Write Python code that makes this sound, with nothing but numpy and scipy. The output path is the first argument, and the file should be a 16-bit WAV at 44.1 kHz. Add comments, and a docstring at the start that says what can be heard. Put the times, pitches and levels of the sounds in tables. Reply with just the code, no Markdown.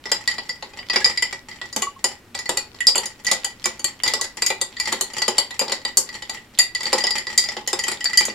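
"""In a small hard-walled room, a bar spoon stirs ice cubes in a drink; a hand holds the thick glass on a wooden board.
Each contact cracks, rings the liquid-damped wall of the glass and jolts the board: force spectra drive resonances.
In between, chips tick on the glass and cubes on each other, as random clicks and short decaying sines.
A few air bubbles pop as decaying, rising sines, over a steady hush of coloured noise.
A stereo camera microphone is near; noise tails give the room's answer."""
import sys
import numpy as np
from scipy import signal
from scipy.fft import rfft, irfft, next_fast_len
from scipy.io import wavfile
from scipy.ndimage import uniform_filter1d, minimum_filter1d

SR = 44100
rng = np.random.default_rng(int(sys.argv[2]) if len(sys.argv) > 2 else 0)


def bounce(signal):
    """Save signal as a 16-bit WAV file at the path given by the first command-line argument."""
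    frames = np.transpose(np.atleast_2d(signal))
    limited = np.clip(frames, -1, 1)
    pcm = np.round(limited * 32767).astype(np.int16)
    wavfile.write(sys.argv[1], SR, pcm)


N = 367794
SIZE = 2 ** 14  # samples in a response
T = np.arange(SIZE) / SR
HZ = np.fft.rfftfreq(SIZE, 1 / SR)

# ice and spoon against the glass: start_s, strength_db, hardness (dB per octave), bump on the board (dB over strength),
# main ring (dB over strength, set by the place struck), main ring pitch_hz (set by the sloshing drink)
CONTACTS = [(0.0556, -41, -8, 7, -7, 4630), (0.1166, -19.0, 3, -7.5, 1.5, 4975),
            (0.276, -21, -3.0, -17.5, 0, 4690), (0.3121, -32.0, -3.5, -18, 0, 4740),
            (0.3823, -35, -4, 1, 6, 4550), (0.4925, -30.5, -3.5, -9.5, 4.5, 4640),
            (0.625, -39.5, -2.5, 5.5, -1, 4680), (0.7347, -51.5, -4, 7, 0, 4750),
            (0.789, -46.5, -8.5, 4.5, 12.5, 4780), (0.8985, -29, -6, -6, 9, 4720),
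            (0.9335, -37.5, -10, 3, 2, 4970), (0.9591, -23.5, -3.5, 0.5, 7.5, 4970),
            (1.0444, -21.5, -0.5, -10, 12.5, 4895), (1.0592, -24, -1, -6.5, 1, 4840),
            (1.0744, -31, 0, -25, 0, 4760), (1.1748, -27, -3, -22, 7, 4850),
            (1.223, -19, -1.5, -14, -5, 4700), (1.3269, -32, -2, -4.5, -4, 4700),
            (1.5126, -48.5, -9, -8, 7, 4760), (1.6145, -37.5, -6.5, -1, -17, 4860),
            (1.7274, -35.5, 3.5, -12, 1, 4650), (1.7624, -25, 8, -0.5, -5, 4650),
            (1.8205, -21.5, 4.5, -10, -10, 4600), (2.042, -17.5, 5.5, -8, -4, 4770),
            (2.3495, -31.5, 1.5, -4, 0.5, 4580), (2.3897, -29.0, 0.5, -12.5, -6, 4760),
            (2.457, -36, -4.5, -28, 3.5, 4470), (2.4923, -22, 5.5, -1, -10, 4600),
            (2.5715, -21, 4, -10, -3.5, 4490), (2.745, -54, -2, 6, -13, 4600),
            (2.8054, -24, -4, -33.5, -17, 4650), (2.869, -16.5, 8.5, -14.5, 13, 4873),
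            (2.8856, -31.5, 2, -2.5, 12, 4640), (2.9556, -22, 8, -2.5, -3, 4610),
            (2.9793, -24, 8, -7, 1.5, 4560), (3.057, -29.5, 8.0, -12.5, -3, 4800),
            (3.247, -32.5, 5, -12, -9, 4800), (3.2667, -20, -1.5, -31, -3, 4730),
            (3.291, -38, -7, -8, -17, 4670), (3.3141, -16.5, 4.5, -8, -5.5, 4660),
            (3.33, -24.5, 0.5, -19, -13, 4600), (3.445, -22.5, 5, -11.5, -3.5, 4720),
            (3.6416, -31, 2, -17, 5.5, 4830), (3.6565, -19.5, 5, -7.5, -15, 4870),
            (3.7942, -36.5, 7.5, -5.5, -1, 4570), (3.8436, -20.0, 6.5, -15, -2.5, 4490),
            (4.0346, -21, 2, -11.5, 1, 4710), (4.063, -31, -1, 0.5, -1, 4800),
            (4.0778, -21.0, 0, -14, 1, 4720), (4.1367, -22.5, 1.5, -4, 0.5, 4890),
            (4.212, -21.5, 4, -13.5, -10, 4770), (4.2426, -30.5, 1, -10, -6, 4630),
            (4.3704, -40, 7.5, -4.5, -3, 5000), (4.421, -20.5, 4, -11.5, 1, 4770),
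            (4.463, -18, 5, -27, -2, 4750), (4.5025, -24.5, 0, 0.5, -15, 4800),
            (4.614, -21, 6.0, -11, -4.5, 4560), (4.7673, -39, -5.5, -11, 3.5, 4640),
            (4.7997, -23, 1, -19.5, 1.5, 4650), (4.856, -32.5, -3, -12, 4, 4450),
            (4.8817, -33.5, -2, -9, -5, 4560), (4.925, -24, 5.5, -1.5, -5, 4450),
            (5.0102, -21, 8.5, -10, -4.5, 4340), (5.1348, -36.5, 5, -8, -1, 4700),
            (5.1828, -30.0, 3.5, -7.5, 3, 4750), (5.2191, -23.5, -1, -9.5, 4, 4630),
            (5.2803, -21.5, 5, 1.5, -3, 4830), (5.3819, -17, 6, -8, 2.5, 4590),
            (5.5079, -35.0, -2.5, -8, -16, 4430), (5.593, -22.5, 6, -8, 3.5, 4810),
            (5.6126, -31.5, 7, 9, -11, 4800), (5.6805, -39.5, 1, 6, 9, 4670),
            (5.6962, -36.5, -1, 2, 4, 4400), (5.7208, -22.5, 2, -5.5, -3, 4580),
            (5.8504, -27, -1.5, -5, 3, 4740), (5.9712, -16.0, 14.5, -12.5, -2.5, 4660),
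            (6.0898, -39, -4.5, -11, 1, 4700), (6.1418, -40, 0.5, -6, 2.5, 4420),
            (6.223, -36.5, -2.5, -5.5, -2, 4730), (6.295, -29.5, 2.0, -7.5, -1, 4590),
            (6.3706, -49, -9.5, -1, -34, 4580), (6.5878, -9, 4, -25, -1, 4720),
            (6.7491, -24.5, -2, -20, 0, 4600), (6.8068, -32, -1.5, -7.5, 0, 4700),
            (6.8318, -29.5, 1, -9, -4, 4810), (6.8549, -36, -0.5, -1, 14.5, 4590),
            (6.9294, -20.5, 4, 4, -0.5, 4790), (6.9832, -24.5, 0.5, -23, -4, 4530),
            (7.0052, -33, -5, -17, 9.5, 4740), (7.039, -26.5, 1.5, 0.5, 8, 4980),
            (7.0684, -24.5, -3, -27, 3.5, 4760), (7.1066, -26.5, 1, -10, 7.5, 4750),
            (7.1618, -34, -3, -9, 0, 4650), (7.182, -26.5, 0.5, -15.5, -1, 4650),
            (7.269, -33, -5.5, -5, -0.5, 4800), (7.377, -11, 5.5, -22.5, 0.5, 4725),
            (7.4394, -31, 1, -12, 6, 4790), (7.4875, -32, -3.5, -5, 4.5, 5000),
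            (7.567, -37, -2, 8, -2, 4800), (7.675, -22.5, 3, -11.5, -6, 5220),
            (7.7305, -24.5, 5.5, 1, -1.5, 5000), (7.791, -25, 1.5, -31, 0.5, 4700),
            (7.838, -24, -0.5, -16, -6, 4840), (7.882, -22.5, 3.5, -9, -6, 4630),
            (7.9162, -29.5, 5, -4.5, -1.5, 4720), (8.0066, -33, -5, -15, -2, 4880),
            (8.0428, -26.5, 7.5, -16, -0.5, 4900), (8.055, -30.5, -5.5, -16, 14, 4620),
            (8.1322, -27, -4.5, -24, -2, 4850), (8.1737, -9.5, 3, -30, 4.5, 4754),
            (8.2068, -27, 1.5, -4, -4, 4870), (8.253, -23.5, 6.5, -30, -8, 4780),
            (8.2825, -41, 1, 11.5, -17, 4740), (8.2974, -39.5, -5, -7, 6, 4640)]
# the glass standing on the board: mode_hz, width_hz, level_db
BOARD_MODES = [(219.6, 30.5, 4.5), (372, 38, 6), (529.5, 58, 2), (858.5, 71, 4), (1070, 190, -9.5)]
# brief resonances of the cubes and spoon in the drink: mode_hz, width_hz, level_db
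ICE_MODES = [(2343, 46, -1), (3003, 116, -2), (3920, 760, -9.5), (5170, 200, 0.5), (6700, 220, -8)]
# colour of the contact itself: frequency_hz, level (dB per Hz)
CRACK_COLOUR = [(500, -7), (1300, -2.5), (2300, -6), (3000, 1.5), (4200, -3), (5800, -3), (7500, -67),
                (12000, -71)]
# stereo width of room sound: frequency_hz, side over mid (ratio)
STEREO_WIDTH = [(150, 0.17), (600, 0.4), (2000, 0.72), (5000, 1)]


def amp(db):
    """Decibels to gain."""
    return 10 ** (np.asarray(db) / 20)


def unit(x):
    """Scale to rms 1."""
    return x / np.sqrt(np.mean(x ** 2) + 1e-20)


def along(points, hz):
    """Read (Hz, value) points on a log frequency axis."""
    point_hz, value = np.transpose(points)
    return np.interp(np.log(hz + 1), np.log(point_hz + 1), value)


def filtered(x, response):
    """Filter x by a response given as a function of frequency."""
    m = next_fast_len(N + SIZE)
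    return irfft(rfft(x, m) * response(np.fft.rfftfreq(m, 1 / SR)), m)[..., :N]


def colour(points):
    """Causal response with the gain of (Hz, dB) points, by folding the cepstrum (minimum phase)."""
    cepstrum = irfft(np.log(amp(along(points, HZ))))
    cepstrum[1:SIZE // 2] *= 2
    cepstrum[SIZE // 2 + 1:] = 0
    return np.exp(rfft(cepstrum))


def resonance(hz, width):
    """Causal response of one mode, with its centre and width in Hz."""
    return 1j * HZ * width / (hz ** 2 - HZ ** 2 + 1j * HZ * width)


def modes(table, detune, scatter_db):
    """One response per contact: the sloshing level detunes the modes, the point of contact weights them."""
    draw = rng.standard_normal((len(CONTACTS), len(table) + 1))
    shift = 1 + detune * draw[:, -1:]
    total = 0
    for k, (hz, width, db) in enumerate(table):
        gain = (-1) ** k * amp(db + scatter_db * draw[:, k:k + 1])  # neighbours alternate in sign
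        total = total + gain * resonance(hz * shift, width)
    return total


def room(count, centre_hz, wet_db, early_db=0, early_t60=0.06, gap=0.00048, lag=.00001):
    """Paths to the left and right microphone: direct sound, counter and near walls, then the room's tail (times in s)."""
    # reverberation: frequency_hz, t60_s
    reverb_times = [(400, 0.49), (1000, 0.15), (2800, 0.26), (7300, 0.18), (13000, 0.17)]
    tail = amp(-60 * T / along(reverb_times, centre_hz))
    early = amp(-60 * T / early_t60)
    decay = np.hypot(tail / np.linalg.norm(tail), amp(early_db) * early / np.linalg.norm(early))
    decay = (amp(wet_db) * decay * (1 - np.exp(-T / gap))).astype(np.float32)
    noise = rng.standard_normal((count, 2, SIZE), dtype=np.float32)
    mid, side = rfft(noise * decay).transpose(1, 0, 2)
    side = side * along(STEREO_WIDTH, HZ).astype(np.float32)
    direct = np.exp(2j * np.pi * HZ * lag).astype(np.complex64)  # left hears it slightly before right
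    return np.stack([direct + mid + side, direct.conj() + mid - side], axis=1)


def contact_levels():
    """dB of knock, crack, splinter and three wall rings: a harder contact is shorter and tilts towards the treble."""
    # crack, splinter, oval and four-lobe ring: centre_hz, level (dB over strength)
    contact_sounds = [(3240, 1.5), (8960, -9.5), (1810, -1.5), (7380, -3)]
    pivot_hz = 4800  # hardness tilts the sound about this frequency
    crack_from_bump = 0.36  # share of the bump's dB that goes into the crack of the ice
    _, strength_db, hardness, bump_db, ring_db, _ = np.transpose(CONTACTS)
    crack_db, splinter_db, oval_db, four_db = [
        strength_db + db + hardness * np.log2(hz / pivot_hz) for hz, db in contact_sounds]
    crack_db = crack_db + crack_from_bump * bump_db
    return strength_db + bump_db, crack_db, splinter_db, oval_db, strength_db + ring_db, four_db


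def crowding(memory_s):
    """How hard the cubes press together: it swells before and fades after each contact, most for strong cracks."""
    start_s, crack_db = np.transpose(CONTACTS)[0], contact_levels()[1]
    time = np.arange(N) / SR
    coarse = time[::256]
    swell = np.exp(-np.abs(coarse[:, None] - start_s) / memory_s)
    return np.interp(time, coarse, swell @ np.sqrt(amp(crack_db)))


def room_tone(level_db=-50.0, side_db=-4):
    """The steady low hush of the room: coloured noise, nearly mono in the bass."""
    # hush colour: frequency_hz, level (dB per Hz)
    hush_colour = [(20, -3.5), (115, 0), (165, -5), (240, 0), (600, -11.5), (2000, -15), (5000, -24),
                   (15800, -32.5)]
    mid = filtered(rng.standard_normal(N), lambda hz: amp(along(hush_colour, hz)))
    side = filtered(rng.standard_normal(N), lambda hz: amp(along(hush_colour, hz)) * along(STEREO_WIDTH, hz))
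    side = amp(side_db) * side
    return amp(level_db) * unit(np.array([mid + side, mid - side]))


def bubbles(t60=.085, rise=0.0032, level_db=-1, climb_per_s=0.34):
    """Trapped air rings briefly; its pitch climbs a little as it nears the surface (t60 and rise in s)."""
    # air bubbles under the ice: start_s, level_db (level_db of the layer is added), starting pitch_hz
    bubble_events = [(1.014, -23.5, 1670), (1.827, -21.5, 1120), (1.8687, -19, 1124), (1.962, -37, 1080),
                     (4.193, -28.5, 1100)]
    out = np.zeros(N + SIZE)
    swell = amp(-60 * T / t60) * (1 - np.exp(-T / rise))
    swell = swell / swell.max()
    for start_s, db, hz in bubble_events:
        ring = np.sin(2 * np.pi * hz * T * (1 + climb_per_s * T / 2))
        out[round(start_s * SR):][:SIZE] += amp(db + level_db) * swell * ring
    return out[:N]


def cubes(count=300, pitch_hz=3700, spread=.28, cycles=20, scatter_db=4, level_db=-6, size=512):
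    """Cube meets cube away from the wall: very short ticks, each at its own pitch, that leave the glass silent."""
    start = rng.integers(0, N, count)
    draw = np.clip(rng.standard_normal((count, 4)), -2, 2)
    t = T[:size]
    hz = pitch_hz * np.exp(spread * draw[:, :3, None])  # three modes a tick
    fade = amp(-60 * hz * t / cycles)  # 60 dB down after this many cycles
    ticks = np.sum(np.sin(2 * np.pi * hz * t) * fade, axis=1) / 3
    gain = amp(level_db + scatter_db * draw[:, 3]) * crowding(memory_s=0.044)[start] ** 1.49
    ticks *= gain[:, None]
    place = start[:, None] + np.arange(size)
    train = np.bincount(place.ravel(), ticks.ravel(), N + size)[:N]
    paths = irfft(room(count=1, centre_hz=3600, wet_db=-8.5)[0])
    return signal.fftconvolve(train[None], paths, axes=1)[:, :N]


def chips(per_second=46, scatter_db=12.0, crowd_db=-21, idle_db=-49, memory_s=0.052):
    """Light random touches of ice ring glass and board, strongest while the cubes crowd against the wall."""
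    strength = amp(scatter_db * np.clip(rng.standard_normal(N), -2, 2))
    ticks = unit((rng.random(N) < per_second / SR) * strength)
    ticks = ticks * (amp(idle_db) + amp(crowd_db) * crowding(memory_s) ** 2)
    glass = colour(CRACK_COLOUR) + amp(19.5) * resonance(1922, width=81)
    glass = glass + amp(7.0) * resonance(4520, width=480) + amp(9) * resonance(7130, width=270)
    for hz, width, db in [*BOARD_MODES, *ICE_MODES]:
        glass = glass + amp(db) * resonance(hz, width)
    glass = glass / (1 + 1j * HZ / 6500) ** 2  # wet, light touches are soft
    answer = irfft(glass * room(count=1, centre_hz=2420, wet_db=3)[0])
    answer = answer / np.linalg.norm(answer[0])
    return signal.fftconvolve(ticks[None], answer, axes=1)[:, :N]


def blows(rebound, rebound_s, scrape, scrape_s, count=3):
    """Force spectrum of each contact: a blow, a short noisy scrape and a few fading rebounds."""
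    force = scrape * np.exp(-T / scrape_s) * rng.standard_normal((len(CONTACTS), SIZE))
    force[:, 0] += 1
    draw = rng.uniform(.2, 1.8, (len(CONTACTS), 2, count))
    when = np.cumsum(draw[:, 0] * rebound_s * SR, axis=1).astype(int)
    force[np.arange(len(force))[:, None], when] += draw[:, 1] * rebound ** np.arange(1, count + 1)
    return rfft(force)


def radiate(response, db, centre_hz, wet_db):
    """Each contact's response heard in the room; db is its level if all its energy fell within 20 ms."""
    sound = irfft(response.astype(np.complex64)[:, None] * room(len(db), centre_hz, wet_db))
    power = np.sum(sound ** 2, axis=2).mean(axis=1) / (SR // 50)
    return sound * (amp(db) / np.sqrt(power)).astype(np.float32)[:, None, None]


def clinks(wall_s=.01023, wall_db=-7, light_hz=380):
    """Every contact knocks the board, cracks the ice, and rings three kinds of bending mode of the glass."""
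    # wall modes, split by the liquid and the hand: mode_hz, width_hz, level_db
    oval_modes = [(1949, 53, -11), (2002, 69, -14)]
    four_lobe_modes = [(6940, 154, 1.5), (7136, 100, 3), (7350, 195, 0)]
    # brittle top of the contact: frequency_hz, level (dB per Hz)
    splinter_colour = [(3500, -41), (6300, 6), (8000, 0), (8800, 7.5), (10000, 2), (11300, -4.5),
                       (13000, -5), (15800, -30)]
    start_s, *_, three_hz = np.transpose(CONTACTS)
    knock_db, crack_db, splinter_db, oval_db, three_db, four_db = contact_levels()
    force = blows(rebound=0.39, rebound_s=.0035, scrape=0.23, scrape_s=0.0016)
    # the heavy base barely follows the chatter
    thud = blows(rebound=0.31, rebound_s=0.005476, scrape=0.026, scrape_s=0.0069)
    blunt = force / (1 + 1j * HZ / 8000) ** 2  # melting faces spread the blow that bends the wall

    slosh = amp(-11.5) * resonance(760, width=1100)  # the drink adds a broad, dull thud
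    board = modes(BOARD_MODES, detune=0.019, scatter_db=1.0) + slosh
    board = board / (1 + 1j * HZ / 2500)  # wood is a soft support
    corner = light_hz * np.sqrt(amp(crack_db - knock_db))[:, None]  # light clicks move no bass, heavy bumps do
    board = board * (1j * HZ / (corner + 1j * HZ)) ** 2

    # each cube has its own colour
    ice = colour(CRACK_COLOUR) * (amp(-10.0) + modes(ICE_MODES, detune=0.023, scatter_db=8.0))

    echo = 1 + amp(wall_db) * np.exp(-2j * np.pi * HZ * wall_s)  # the lowest ring comes back from a near wall
    oval = modes(oval_modes, detune=0.0039, scatter_db=3.5) * echo
    pitch = three_hz[:, None]
    three_lobe = resonance(pitch, width=79)
    three_lobe = three_lobe - amp(-16.5) * resonance(pitch * .965, width=430)
    three_lobe = three_lobe - amp(-16.5) * resonance(pitch * 1.07, width=370)
    four_lobe = modes(four_lobe_modes, detune=0.0063, scatter_db=8)

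    hits = radiate(thud * board, knock_db, centre_hz=700, wet_db=3.5)
    hits += radiate(force * ice, crack_db, centre_hz=3220, wet_db=0.0)
    hits += radiate(force * colour(splinter_colour), splinter_db, centre_hz=9500, wet_db=-6.5)
    hits += radiate(blunt * oval, oval_db, centre_hz=2800, wet_db=-3.0)
    hits += radiate(blunt * three_lobe, three_db, centre_hz=5630, wet_db=-1.5)
    hits += radiate(blunt * four_lobe, four_db, centre_hz=7100, wet_db=-6.0)
    out = np.zeros((2, N + SIZE))
    for start, hit in zip(np.round(start_s * SR).astype(int), hits):
        out[:, start:start + SIZE] += hit
    return out[:, :N]


def scene():
    """The stirred glass in its room."""
    return room_tone() + bubbles() + cubes() + chips() + clinks()


def record(dry, ceiling=0.89, size=45, top_hz=15850):
    """The two microphones differ in colour; a fast limiter holds the loudest peaks; then a steep cut at top_hz."""
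    # microphone balance: frequency_hz, left minus right (dB)
    left_right = [(60, 1.5), (180, 0), (550, 1), (1650, -2), (4970, 1.5), (15000, 4.5)]
    heard = filtered(dry, lambda hz: amp(np.array([[.5], [-.5]]) * along(left_right, hz)))
    needed = 1 / np.maximum(1, np.abs(heard) / ceiling)
    heard = heard * uniform_filter1d(minimum_filter1d(needed, size), size)  # gain held and smoothed over size samples
    return filtered(heard, lambda hz: hz < top_hz)


dry = scene()
out = record(dry)
bounce(out)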